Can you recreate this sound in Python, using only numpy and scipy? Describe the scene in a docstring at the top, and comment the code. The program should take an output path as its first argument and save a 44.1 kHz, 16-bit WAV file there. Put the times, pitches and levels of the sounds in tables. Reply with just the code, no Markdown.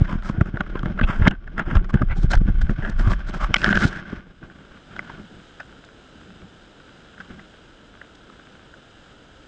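"""On the bank of a flooded river, in long grass, heard from one microphone inside a camera's plastic housing.
The camera is carried and fumbled: fingers thump, click and scuff on the shell, air buffets the port.
At 3.5 s it is dropped, slides through the stalks and lands. Then it lies still: the river, some way off,
hisses with countless small splashes, and someone shifts about in the grass nearby."""
import sys
import numpy as np
from scipy import signal
from scipy.fft import rfft, irfft, next_fast_len
from scipy.io import wavfile
from scipy.ndimage import uniform_filter1d

SR = 44100
rng = np.random.default_rng(int(sys.argv[2]) if len(sys.argv) > 2 else 0)


def wrap_up_sound(samples):
    """Save the sound to the file named by the first command line argument, as 16-bit audio."""
    columns = np.atleast_2d(samples).T
    # keep every value between -1 and 1, then stretch to whole-number steps
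    tamed = np.clip(columns, -1, 1)
    steps = np.round(tamed * 32767).astype(np.int16)
    wavfile.write(sys.argv[1], SR, steps)


N = 417627
TIME = np.arange(N) / SR
AT_REST_S, SETTLE_S = 4.3, 0.3  # the camera starts coming to rest; the time it takes
CUTOFF_HZ = 9990

# Levels in the tables are relative: each source adds its own trim. # Level of the river's hiss at the
# microphone, low during the handling and rising from about 4 s: time_s, level_db
RIVER_CURVE = [(0, -72.5), (3.9, -71.5), (4.3, -58), (4.55, -50.5), (4.9, -47), (9.47, -47.5)]
# Spectrum of the river's low rush: frequency_hz, level_db
RUSH_SPECTRUM = [(12, -21.5), (20, 2.5), (107, -1.5), (323, -2), (364, -5.5), (460, -5), (1100, -14.5),
                 (1430, -47), (2420, -120)]
# Spectrum of its small splashes: frequency_hz, level_db
SPLASH_SPECTRUM = [(590, -41.5), (1000, -43), (1170, -4), (1320, 4), (1600, 2.5), (1920, -7), (2530, -8.5),
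                   (2950, -2), (3930, -7.5), (4450, -16.5), (4940, -11), (5600, -18.5), (6340, -17),
                   (7900, -19), (9840, -35), (12800, -74.5), (21600, -120)]
# Someone treading and shifting in the grass nearby: start_s, length_s, tread_db, rustle_db
FOOTSTEPS = [(4.425, 0.031, -39, -48), (4.513, .14, -48, -52), (4.717, .04, -46.5, -49),
             (4.912, 0.16, -43, -44.5), (5.097, 0.088, -45, -45.5), (5.187, 0.032, -40.5, -64),
             (5.315, 0.036, -43, -62), (5.67, 0.1, -46, -60), (6.15, 0.22, -50, -71),
             (6.41, 0.025, -44.5, -59), (6.94, .04, -53, -59), (7.188, 0.055, -51, -50),
             (7.304, 0.038, -40.5, -48), (7.378, 0.024, -49.5, -54), (8.284, 0.038, -53, -56)]
# Air flowing past the microphone port as the camera swings: time_s, level_db
AIRFLOW_CURVE = [(0.0, -28.5), (0.44, -35.5), (1.24, -26.5), (1.35, -39.5), (1.62, -31.5), (2.2, -23.5),
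                 (2.42, -20.5), (2.79, -27), (2.99, -21.5), (3.5, -32.5), (3.77, -33), (4.3, -56.5)]
# Spectrum of the eddies at the port: frequency_hz, level_db
EDDY_SPECTRUM = [(10, -22.5), (20, -8), (30, 0), (50, -15.5), (80, -23.5), (140, -25.5), (300, -48.5),
                 (800, -94)]
# Resonances of the housing: frequency_hz, width_hz, level_db
SHELL_MODES = [(589, 57, -4.5), (780, 355, -10), (1150, 69, 0.5), (1450, 263, 4.5), (1581, 258, 4.5),
               (2130, 247, -7.5), (2600, 590, -13), (3090, 315, -8.5), (3550, 1180, -19.5),
               (5140, 470, -21.5), (6300, 1500, -34.5)]
# Spectrum of dull rubbing: frequency_hz, level_db
RUB_SPECTRUM = [(30, -6.5), (70, -3.5), (130, -6), (195, 4.5), (260, -8.5), (350, -7), (480, -18),
                (750, -21), (1200, -40), (3000, -97)]
# Spectrum of the fine hiss of sliding: frequency_hz, level_db
HISS_SPECTRUM = [(1500, -13.5), (3000, 3), (3800, 12), (4600, 7.5), (5400, 6.5), (7000, 1.5), (8500, -3.5),
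                 (10000, -19)]
# The camera ploughs through grass, then stalks settle on it:
# start_s, length_s, scrape_db, dull_db, rustle_db
GRASS_SLIDES = [(3.637, 0.084, -24, -22.5, -29.5), (3.743, 0.034, -26, -24, -42),
                (3.816, 0.032, -25, -25.5, -25.5), (3.929, .07, -35, -38.5, -41),
                (4.066, 0.12, -45, -45, -46)]
# The hand's steady grip, which lets go in the grass: time_s, dull_db, rustle_db
GRIP_CURVE = [(0.0, -34, -40.5), (0.33, -45.5, -52.5), (0.86, -29, -43.5), (1.17, -33.5, -47.5),
              (1.33, -48.5, -56), (1.56, -39, -51.5), (1.82, -30.5, -51), (1.9, -42, -51.5),
              (2.41, -42.5, -47.5), (2.69, -43, -45), (3.41, -42, -42.5), (3.71, -38, -40),
              (3.83, -29, -34.5), (4.3, -48.5, -56)]
# Skin, cloth and grass sliding over the shell: middle_s, length_s, level_db, ring_hz, hiss_db, dull_db
SHELL_SCUFFS = [(0.12, 0.06, -33, 1030, -53, -29.5), (0.278, 0.059, -39, 1290, -49, -39),
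                (0.358, 0.047, -44, 1440, -68, -36.5), (0.476, 0.027, -42, 1450, -61, -32.5),
                (0.558, 0.029, -43, 1450, -66, -28.5), (0.61, 0.0064, -25, 1600, -60, -26),
                (0.775, 0.054, -40, 1450, -64, -47), (0.886, 0.052, -42.5, 600, -79, -32.5),
                (1.039, 0.016, -30, 2660, -66, -41), (1.04, .012, -35, 3200, -74, -45),
                (1.106, 0.046, -27.5, 1284, -48.5, -41), (1.187, 0.13, -39.5, 1440, -56.5, -38),
                (1.246, 0.04, -31.5, 1380, -55, -42), (1.272, 0.015, -21, 1550, -57, -17.5),
                (1.276, 0.0039, -22, 1630, -42, -24), (1.312, 0.0066, -37, 2840, -50, -34),
                (1.324, 0.035, -37, 1530, -74, -33), (1.589, 0.014, -28, 1460, -47, -45),
                (1.6, 0.037, -30, 1250, -80, -26.5), (1.724, 0.1, -36, 1414, -58.5, -33),
                (1.899, 0.016, -33, 1150, -50.5, -36), (1.944, 0.015, -27.5, 1410, -47, -21),
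                (1.984, 0.028, -37, 1550, -71, -43), (2.019, 0.01, -31, 1490, -70, -17.5),
                (2.116, 0.031, -33.5, 2050, -85, -45), (2.18, 0.035, -46.5, 790, -51.5, -37),
                (2.234, 0.036, -49, 1440, -51, -44), (2.315, 0.015, -30.5, 1450, -34.5, -32),
                (2.337, 0.015, -30, 730, -48, -39), (2.339, 0.025, -26, 1550, -38.5, -30),
                (2.49, 0.024, -38.5, 1510, -60, -34), (2.619, 0.01, -30.5, 1550, -41, -40),
                (2.705, 0.041, -47, 1450, -56, -27), (2.867, 0.078, -35.5, 1710, -56.5, -29.5),
                (2.899, 0.0076, -51, 1690, -44, -28), (3.002, 0.035, -34, 1450, -45.5, -30.5),
                (3.069, 0.054, -34, 1140, -52, -34), (3.117, 0.036, -30, 1090, -42, -29.5),
                (3.194, 0.0098, -39.5, 1250, -54.5, -44), (3.287, 0.031, -40.5, 1500, -49.5, -36.5),
                (3.358, 0.036, -37.5, 1320, -47.5, -32), (3.432, 0.043, -27.5, 1190, -44, -39),
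                (3.504, 0.016, -39, 695, -75, -26.5), (3.565, 0.011, -42, 780, -60, -26.5),
                (3.595, .04, -42.5, 2590, -43.5, -54), (3.833, 0.075, -38, 1450, -36, -34),
                (4.13, 0.0069, -35, 520, -73, -24), (4.274, 0.01, -49, 460, -90, -43),
                (5.85, 0.0045, -64, 1500, -55, -72), (8.154, 0.0065, -55, 1500, -49, -69)]
# Sharp clicks and knocks on the shell, and later a few muffled drips:
# time_s, level_db, ring_hz, length_s, hardness_db
KNOCKS_AND_DRIPS = [(0.055, -28.5, 1800, 0.0015, -16), (0.2236, -27, 1360, 0.00076, -18),
                    (0.296, -22.5, 1090, 0.002, -7), (0.4106, -7.5, 1440, 0.00061, -16),
                    (0.4582, -28.5, 1350, 0.0013, -11), (0.5717, -11.5, 1450, 0.00037, -43),
                    (0.6068, -11, 1420, 0.0016, -21), (0.6637, -30, 1300, 0.0013, -17),
                    (0.755, -24, 1020, 0.0039, -43), (0.7925, -27.5, 1420, 0.0017, 0.5),
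                    (0.831, -17.5, 1100, 0.00071, -47), (0.8578, -15.5, 1370, 0.00059, -36),
                    (0.9763, -26.7, 1350, 0.0016, -28), (0.9915, -14, 1580, 0.0025, -32),
                    (0.996, -14, 1187, 0.00097, -39), (1.0125, -10.5, 1540, 0.0013, -34),
                    (1.222, -19.5, 1410, 0.0021, -29), (1.268, -11, 785, 0.0016, -20),
                    (1.2723, 0.5, 1700, 0.00072, -21), (1.2734, -2, 2100, 0.0008, -17),
                    (1.279, -8.5, 1610, 0.0016, 2.5), (1.3489, -38, 1480, 0.0015, -18),
                    (1.477, -27, 1520, 0.0015, -19), (1.58, -17, 1440, 0.0024, -12),
                    (1.595, -12, 1450, 0.0031, -13.5), (1.754, -19.5, 1290, 0.0062, -7.5),
                    (1.7686, -11, 1404, 0.00061, -41), (1.8444, -33.5, 1370, 0.0033, -6),
                    (1.9407, -19, 1669, 0.00083, -5), (2.0189, -15.5, 1200, 0.0031, -18),
                    (2.02, -28, 550, 0.0041, -28), (2.334, -18.5, 750, 0.0025, 1.5),
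                    (2.374, -29, 1425, 0.0022, -4), (2.695, -20, 1410, 0.0012, -16),
                    (2.7897, -31.5, 694, 0.0017, -20), (2.849, -19.5, 1590, 0.0023, -39),
                    (3.134, -18, 1700, 0.001, -8.5), (3.4437, -14, 1200, 0.00058, -39),
                    (3.5413, 3, 2200, 0.0006, 1), (3.542, -2.5, 3000, 0.00064, -0.5),
                    (3.5603, -11.5, 2000, 0.0018, -12), (3.5648, -11, 2050, 0.0011, 13),
                    (3.617, -20, 1670, 0.0012, 1.5), (3.643, -2.5, 1490, 0.00081, -1.5),
                    (3.661, -10, 1580, 0.0017, -26), (3.728, -5, 1570, 0.0016, -45),
                    (3.755, -13.5, 1630, 0.0013, -1.5), (3.773, -2, 1550, 0.0007, -9),
                    (4.429, -32, 1550, 0.0014, -26), (4.499, -34.5, 1500, 0.0015, -25),
                    (4.964, -22.5, 1530, 0.00087, -6), (4.9919, -11, 2060, 0.00054, -14),
                    (5.099, -26.5, 905, 0.0023, -19), (5.6032, -25.5, 1450, 0.0045, -8.5),
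                    (7.1795, -34.5, 1480, 0.0024, -19.7), (7.2024, -26, 1540, 0.0012, -20.6),
                    (7.2068, -31, 1540, 0.005, -7), (7.395, -34.5, 1410, 0.0027, -25),
                    (8.015, -26.5, 1470, 0.0015, -23), (8.298, -32, 1240, 0.00085, -16),
                    (8.739, -30, 1530, 0.00084, -20)]
# Soft thumps on the shell and, at the lowest pitches, buffets of air: crest_s, level_db, nominal_pitch_hz
SOFT_THUMPS = [(0.0182, 1.5, 105), (0.1314, -12.5, 158), (0.156, -13, 158), (0.168, -18, 45),
               (0.299, -8.5, 198), (0.384, -7.5, 100), (0.4148, 0.5, 109.3), (0.542, -12, 144),
               (0.756, -12.5, 250), (0.836, -12.5, 138), (0.861, -12, 143), (1.0148, -6, 205),
               (1.032, -9.5, 89), (1.045, -12.5, 54.7), (1.0985, -10, 129), (1.198, -11.5, 83),
               (1.218, -3, 69.6), (1.243, -7.5, 56), (1.269, -14, 96), (1.28, 2, 174),
               (1.6736, -19.5, 69.3), (1.7313, -10, 161), (1.7566, -4, 87), (1.7688, -3, 48),
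               (1.9426, -3, 152), (1.951, -8, 150), (1.957, -3.5, 115), (2.0176, -6, 150),
               (2.033, -7.5, 124), (2.11, -11, 49.7), (2.129, -13.5, 89), (2.188, -12, 118),
               (2.244, -3, 116), (2.2567, -26, 50.7), (2.3469, -10, 123), (2.3715, -11.5, 50),
               (2.4153, -9, 146), (2.46, -14, 135), (2.489, -12.5, 178), (2.4999, -7, 104),
               (2.5534, -17, 45), (2.6967, -5.5, 133.5), (2.7898, -10, 112), (3.004, -16, 60.5),
               (3.0751, -3.5, 82), (3.085, -9, 90), (3.434, -17, 48), (3.504, -12, 111),
               (3.8529, -0.5, 126), (4.1298, -22, 204), (4.175, -28, 48), (6.4296, -43, 194)]


def from_db(db):
    """Decibels to gain."""
    return 10 ** (np.asarray(db) / 20)


def rms_one(x):
    """Scale to an rms of 1."""
    return x / np.sqrt(np.mean(x ** 2) + 1e-20)


def in_time(rows):
    """Each level column of a curve at every sample."""
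    times, *columns = np.transpose(rows)
    return [np.interp(TIME, times, column) for column in columns]


def add(out, start_s, sound):
    """Mix a sound in from start_s."""
    start = int(round(start_s * SR))
    sound = sound[max(-start, 0):N - start]
    out[max(start, 0):max(start, 0) + len(sound)] += sound


def band(x, low_hz, high_hz):
    """A causal band-pass with fairly steep sides."""
    b, a = signal.butter(3, [low_hz, min(high_hz, SR * .45)], "band", fs=SR)
    return signal.lfilter(b, a, x)


def coloured(x, spectrum):
    """Shape a sound by a spectrum; rms 1."""
    hz, db = np.transpose(spectrum)
    size = next_fast_len(len(x))
    bins_hz = np.fft.rfftfreq(size, 1 / SR) + 1e-3
    gain = from_db(np.interp(np.log(bins_hz), np.log(hz), db))
    return rms_one(irfft(rfft(x, size) * gain, size)[:len(x)])


def resonance(x, hz, width_hz):
    """Two-pole resonance with a gain of 1 at its peak."""
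    r = np.exp(-np.pi * width_hz / SR)
    drive = np.convolve(x, [1, 0, -1])[:len(x)] + 1e-18
    return signal.lfilter([(1 - r * r) / 2], [1, -2 * r * np.cos(2 * np.pi * hz / SR), r * r], drive)


def drift(per_s, size=N):
    """A random wander with a spread of about 1."""
    t = np.arange(size) / SR
    return np.interp(t * per_s, np.arange(4096), rng.standard_normal(4096))


def swells(starts_s, lengths_s, levels_db, attack_s, release_s):
    """Joint gain of pushes that each build up, hold for their length and die away."""
    power, t = np.zeros(N), np.arange(SR) / SR - 1 / 4
    for start_s, length_s, db in np.broadcast(starts_s, lengths_s, levels_db):
        shape = np.exp(np.minimum(t, 0) / attack_s - np.maximum(t - length_s, 0) / release_s)
        add(power, start_s + t[0], (from_db(db) * shape) ** 2)
    return np.sqrt(power)


def moving():
    """1 while the camera moves, 0 once it lies still."""
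    return np.interp(TIME, [AT_REST_S, AT_REST_S + SETTLE_S], [1, 0])


def friction(size, per_s, spread_db, smooth):
    """Tiny slips of uneven strength over a smooth sliding noise; rms 1."""
    strength = from_db(spread_db * np.minimum(rng.exponential(1, size), 4))
    slips = (rng.random(size) < per_s / SR) * strength * rng.choice([-1, 1], size)
    return rms_one(rms_one(slips) + smooth * rng.standard_normal(size))


def shell(force):
    """The housing rings around the microphone in all its modes."""
    return sum((-1) ** k * from_db(db) * resonance(force, hz, width_hz)
               for k, (hz, width_hz, db) in enumerate(SHELL_MODES))


def contact(force, hz, width_hz, housing_gain):
    """The touched spot rings at a pitch of its own over the housing's lower modes; rms 1."""
    spot = resonance(resonance(force, hz, width_hz), hz, 4 * width_hz)
    housing = band(shell(force), 300, 3270)
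    return rms_one(rms_one(spot) + housing_gain * rms_one(housing))


def rubbing(dull_gain, rustle_gain):
    """Continuous contact: a dull flexing and a soft rustle share one unsteady pressure."""
    pressure = from_db(2.8 * drift(per_s=80))
    rustle = rms_one(shell(friction(N, per_s=2000, spread_db=2.5, smooth=.8)))
    flexing = coloured(rng.standard_normal(N), RUB_SPECTRUM)
    return pressure * (dull_gain * flexing + rustle_gain * rustle)


def river(rush_db=-3.0, hiss_db=-6.5):
    """Floodwater some way off: a low rush and the hiss of countless small splashes."""
    rush = from_db(rush_db) * coloured(rng.standard_normal(N), RUSH_SPECTRUM)
    splashes = coloured(friction(N, per_s=1900, spread_db=0.0, smooth=0.99), SPLASH_SPECTRUM)
    hiss = from_db(hiss_db + .5 * drift(per_s=5.3)) * splashes
    return from_db(in_time(RIVER_CURVE)[0]) * (rush + hiss)


def footsteps(rustle_trim_db=-3.0, attack_s=0.012, release_s=0.038):
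    """Near the fallen camera, each step presses on the ground and bends the grass."""
    start_s, length_s, tread_db, rustle_db = np.transpose(FOOTSTEPS)
    tread = swells(start_s, length_s, tread_db, attack_s, release_s)
    rustle = swells(start_s, length_s, rustle_db + rustle_trim_db, attack_s, release_s)
    return rubbing(tread, rustle)


def grass_ticks(per_s=9, resting_db=-36.0, over_rustle_db=13.0):
    """Faint touches of grass and drops on the shell; in the hand their strength follows the grip."""
    touches = (rng.random(N) < per_s / SR) * rng.uniform(0.32, 1, N)
    in_hand_db = in_time(GRIP_CURVE)[1] + over_rustle_db
    touch_db = resting_db + (in_hand_db - resting_db) * moving()
    unit_peak = abs(shell(signal.unit_impulse(256))).max()
    return band(shell(touches * from_db(touch_db)), 300, 4200) / unit_peak


def air_buffeting(flow_db=1.5, gust_db=8.5, gust_db_per_db=.25, gust_db_per_octave=-3.0):
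    """Eddies at the microphone port follow the swing; a gust comes with each thump, most with a low one."""
    eddies = coloured(rng.standard_normal(N), EDDY_SPECTRUM)
    eddies /= np.sqrt(uniform_filter1d(eddies ** 2, size=4000) + 0.074)  # even out the slow surges
    lumps = from_db(3.2 * drift(per_s=28))
    thump_s, thump_db, thump_hz = np.transpose(SOFT_THUMPS)
    octaves = np.log2(thump_hz / np.median(thump_hz))
    lift_db = gust_db + gust_db_per_db * thump_db + gust_db_per_octave * octaves
    gusts = swells(thump_s, 0, lift_db, attack_s=0.013, release_s=0.045)
    airflow = from_db(in_time(AIRFLOW_CURVE)[0]) * np.hypot(from_db(flow_db), gusts)
    return airflow * lumps * eddies * moving()


def grass_slide(hiss_db=-19.0, hollow_db=-21.5, attack_s=0.017, release_s=0.0063):
    """Wet stalks rake the housing, keep its main resonance singing and flex its wall."""
    start_s, length_s, *levels_db = np.transpose(GRASS_SLIDES)
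    raking, dull, rustle = [swells(start_s, length_s, db, attack_s, release_s) for db in levels_db]
    slips = friction(N, per_s=1100, spread_db=5.0, smooth=0.25)
    ring = contact(slips, hz=1550, width_hz=210, housing_gain=0.23)
    hiss = from_db(hiss_db) * coloured(slips, HISS_SPECTRUM)
    hollow = from_db(hollow_db) * rms_one(band(slips, 350, 1100))
    return raking * (ring + hiss + hollow) + rubbing(dull, rustle)


def hands(dull_trim_db=-3.5, rustle_trim_db=-3.0, skid_dull_db=-20.0, skid_rustle_db=-40.0):
    """The grip rubs while the camera moves; fingers skid at each thump, and each scuff flexes the wall."""
    dull_db, rustle_db = in_time(GRIP_CURVE)
    thump_s, thump_db, _ = np.transpose(SOFT_THUMPS)
    skids = swells(thump_s, 0, thump_db, attack_s=0.01, release_s=0.0083)
    middle_s, length_s, *_, flex_db = np.transpose(SHELL_SCUFFS)
    strokes = swells(middle_s - length_s / 2, length_s, flex_db - 0.5, attack_s=0.0039, release_s=0.0047)
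    dull = np.hypot(from_db(dull_db + dull_trim_db) * moving(), from_db(skid_dull_db) * skids)
    rustle = np.hypot(from_db(rustle_db + rustle_trim_db) * moving(), from_db(skid_rustle_db) * skids)
    return rubbing(np.hypot(dull, strokes), rustle)


def scuffs(hiss_trim_db=-2.0, hollow_db=-9.0):
    """Short strokes: dense slips swell and fade, ringing the shell with a hollow rub and a fine hiss."""
    out, t = np.zeros(N), (np.arange(8192) - 4096) / SR
    for middle_s, length_s, db, ring_hz, hiss_db, _ in SHELL_SCUFFS:
        stroke = np.exp(-abs(t / (0.66 * length_s)) ** 2.06)
        pressure = stroke * from_db(3.4 * drift(per_s=158, size=len(t)))
        slips = friction(len(t), per_s=1500, spread_db=2.0, smooth=0.54)
        ring = contact(slips, ring_hz, width_hz=0.09 * ring_hz, housing_gain=0.93)
        hollow = from_db(hollow_db) * rms_one(band(slips, 548, 933))
        hiss = from_db(hiss_db + hiss_trim_db) * coloured(slips, HISS_SPECTRUM)
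        add(out, middle_s + t[0], pressure * (from_db(db) * (ring + hollow) + hiss))
    return out


def knocks(skid_gain=0.19, crack_trim_db=-3.0, hollow_db=-13.0, typical_db=-18):
    """A knock or drip on the shell builds up, snaps and dies away; a hard one wakes the high modes."""
    out, t = np.zeros(N), (np.arange(3072) - 768) / SR
    snap = t == 0
    for time_s, db, ring_hz, length_s, hardness_db in KNOCKS_AND_DRIPS:
        slope_s = length_s * np.where(t < 0, .6, 1.2)  # builds twice as fast as it fades
        pressure = np.exp(-abs(t) / slope_s) + 0.089 * np.exp(-abs(t) / 0.003)
        force = snap + skid_gain * rng.standard_normal(len(t)) * pressure
        spread = from_db(0.13 * (db - typical_db))  # a strong knock stirs more of the housing
        ring = contact(force, ring_hz, width_hz=149, housing_gain=0.71 * spread)
        crack = from_db(hardness_db + crack_trim_db) * rms_one(band(shell(force), 2470, 7200))
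        hollow = spread * from_db(hollow_db) * rms_one(band(force, 380, 1095))
        # a decaying burst carries an energy of peak squared times length over two
        burst_rms = from_db(db) * np.sqrt(length_s * SR / (2 * len(t)))
        add(out, time_s + t[0], burst_rms * rms_one(ring + crack + hollow))
    return out


def thumps(trim_db=-3.0, flex_db=-16.5, flex_hz=330):
    """A soft blow or a buffet of air gives one main swing and a rebound, and flexes the housing's wall."""
    out, t = np.zeros(N), np.arange(SR // 10) / SR
    for crest_s, db, nominal_hz in SOFT_THUMPS:
        rise_s, swing_hz = 0.54 / nominal_hz, 0.811 * nominal_hz
        push = (t / rise_s * np.exp(1 - t / rise_s)) ** 5
        # quicker blows drive the flexing mode harder
        flex = from_db(flex_db) * (nominal_hz / 150) ** 2 * np.sin(2 * np.pi * flex_hz * t)
        swing = push * (np.sin(2 * np.pi * swing_hz * t) + flex)
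        crest = np.argmax(abs(swing))
        add(out, crest_s - crest / SR, from_db(db + trim_db) * swing / abs(swing[crest]))
    return out


def scene():
    """Everything reaches one microphone inside the housing, in the open with no room around it."""
    close_up = thumps() + knocks() + scuffs() + grass_ticks() + grass_slide() + hands()
    return (close_up + footsteps() + air_buffeting() + river())[None]


def record(dry, ceiling=.93, rolloff_hz=8800):
    """The hardest blows are rounded off by overload; the treble rolls away and the top is cut."""
    rounded = dry / (1 + (dry / ceiling) ** 6) ** (1 / 6)
    dulled = signal.sosfilt(signal.butter(4, rolloff_hz, fs=SR, output="sos"), rounded)
    return signal.sosfilt(signal.ellip(10, .2, 80, CUTOFF_HZ, fs=SR, output="sos"), dulled)


dry = scene()
out = record(dry)
wrap_up_sound(out)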